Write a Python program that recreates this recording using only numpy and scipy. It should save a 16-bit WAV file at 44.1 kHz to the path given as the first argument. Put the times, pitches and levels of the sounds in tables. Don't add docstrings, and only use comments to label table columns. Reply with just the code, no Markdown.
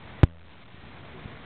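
import sys
import numpy as np
from scipy import signal
from scipy.fft import rfft, irfft
from scipy.io import wavfile
from scipy.ndimage import uniform_filter1d

SR = 44100
rng = np.random.default_rng(int(sys.argv[2]) if len(sys.argv) > 2 else 0)


def waveform_to_disk(signal):
    frames = np.transpose(np.atleast_2d(signal))
    scaled = np.clip(frames, -1, 1) * 32767
    samples = np.round(scaled).astype(np.int16)
    wavfile.write(sys.argv[1], SR, samples)


N = 63945
TIME = np.arange(N) / SR


def amp(db):
    return 10 ** (np.asarray(db) / 20)


def unit_rms(x):
    return x / np.sqrt(np.mean(x ** 2) + 1e-20)


def shaped_noise(spectrum):
    hz, db = np.transpose(spectrum)
    freqs = np.fft.rfftfreq(N, 1 / SR)
    gain = amp(np.interp(np.log(freqs + 1), np.log(hz), db))
    return unit_rms(irfft(rfft(rng.standard_normal(N)) * gain, N))


def simmer():
    # (frequency [Hz], relative level [dB])
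    hiss_spectrum = [(30, -15), (250, -0.5), (550, 1.5), (1000, 1), (1600, -2.5), (2250, -1.5), (2800, -10),
                     (3400, -9), (4000, -7)]
    # (frequency [Hz], relative level [dB])
    rumble_spectrum = [(15, -27.5), (35, -15.5), (80, -1), (160, -3), (250, -8.5), (380, -13.5), (600, -26),
                       (1500, -47.5)]
    # (time [s], level [dB])
    boil = [(0, 1), (.2, 1.5), (.72, -2.5), (.87, 0.5), (1.18, 1.78), (1.32, 2.76), (1.45, 0.8)]
    flicker_db = 1.58 * unit_rms(uniform_filter1d(rng.standard_normal(N), size=1100))
    hiss = amp(-47 + flicker_db) * shaped_noise(hiss_spectrum)
    rumble = amp(-49.5) * shaped_noise(rumble_spectrum)
    return amp(np.interp(TIME, *np.transpose(boil))) * (hiss + rumble)


def bumps():
    # (time [s], peak level [dB], half width [s])
    collapses = [(.218, -40, 0.00066), (0.7456, -30.5, 0.0018), (.839, -37.5, 0.0019),
                 (1.163, -36, 0.00058), (1.2197, -40.5, .0011), (1.259, -25.5, .0021)]
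    sound = np.zeros(N)
    for at, db, half_width in collapses:
        offset = abs(TIME - at) / half_width
        sound += amp(db) * (offset ** 2 - 1) * np.exp(-np.sqrt(2) * offset)
    return sound


def pressure_step(at):
    cutoff_hz, damping, rise_s = 78, .71, .00031
    t = np.maximum(TIME - at, 0)
    angle = 2 * np.pi * cutoff_hz * t
    damped_ratio = np.sqrt(1 - damping ** 2)
    swing = np.cos(damped_ratio * angle) - damping / damped_ratio * np.sin(damped_ratio * angle)
    return np.minimum(t / rise_s, 1) * np.exp(-damping * angle) * swing


def knock(at):
    push = amp(3.6) * pressure_step(at)
    release = amp(5.2) * pressure_step(at + .00442)
    return release - push


def buzz(at):
    rate_hz, tap_s, t60_s = 83, .0013, .44
    t = TIME - at
    to_nearest_tap = abs((t * rate_hz + .5) % 1 - .5) / rate_hz
    taps = np.exp(-to_nearest_tap / tap_s)
    onset = np.clip(1 + 2 * t * rate_hz, 0, 1)
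    decay = amp(-4.5 - 60 * np.maximum(t, 0) / t60_s)
    return onset * decay * (taps - taps.mean())


def gurgles():
    # (time [s], starting pitch [Hz], peak level [dB], swell time [s])
    bubbles = [(1.138, 383.7, -43.5, 0.011), (1.162, 167.7, -49.5, .035)]
    sag_per_s = 1.5
    sound = np.zeros(N)
    for at, hz, db, swell in bubbles:
        t = np.maximum(TIME - at, 0)
        cycles = np.cumsum(hz * np.exp(-sag_per_s * t)) / SR
        envelope = amp(db) * t / swell * np.exp(1 - t / swell)
        sound += envelope * np.sin(2 * np.pi * (cycles + rng.random()))
    return sound


def scene():
    knock_s = .2331
    return (simmer() + bumps() + knock(knock_s) + buzz(knock_s + .018) + gurgles())[None]


def gain_control(x):
    threshold_db, slope, fall_db_per_s, attack_s, lag_s = -31, .94, 43, .0024, .0172
    power_db = 10 * np.log10(abs(uniform_filter1d(x ** 2, size=400)) + 1e-12)
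    fall_db = fall_db_per_s * TIME
    held_peak_db = np.maximum.accumulate(power_db + fall_db) - fall_db
    excess_db = np.maximum(held_peak_db - threshold_db, 0)
    delayed_db = np.interp(TIME - lag_s, TIME, excess_db)
    pole = np.exp(-1 / (attack_s * SR))
    smooth_db = signal.lfilter([1 - pole], [1, -pole], delayed_db)
    return x * amp(-slope * smooth_db)


def converter(x):
    rate_hz, band_edge_hz, steps, full_scale = 8000, 3950, 128, .707
    band_filter = signal.firwin(28 * 441 + 1, band_edge_hz, window=("kaiser", 9), fs=rate_hz * 441)
    sampled = signal.resample_poly(x, rate_hz, SR, window=band_filter)
    codes = np.clip(np.floor(sampled / full_scale * steps), -steps, steps - 1)
    restored = signal.resample_poly(codes / steps, SR, rate_hz, window=band_filter)[:N]
    return full_scale * np.clip(restored, -1, 1)


def record(dry):
    gritty = converter(gain_control(dry[0]))
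    low_pass = signal.firwin(255, 17000, window=("kaiser", 9), fs=SR)
    return signal.oaconvolve(gritty, low_pass, "same")[None]


dry = scene()
out = record(dry)
waveform_to_disk(out)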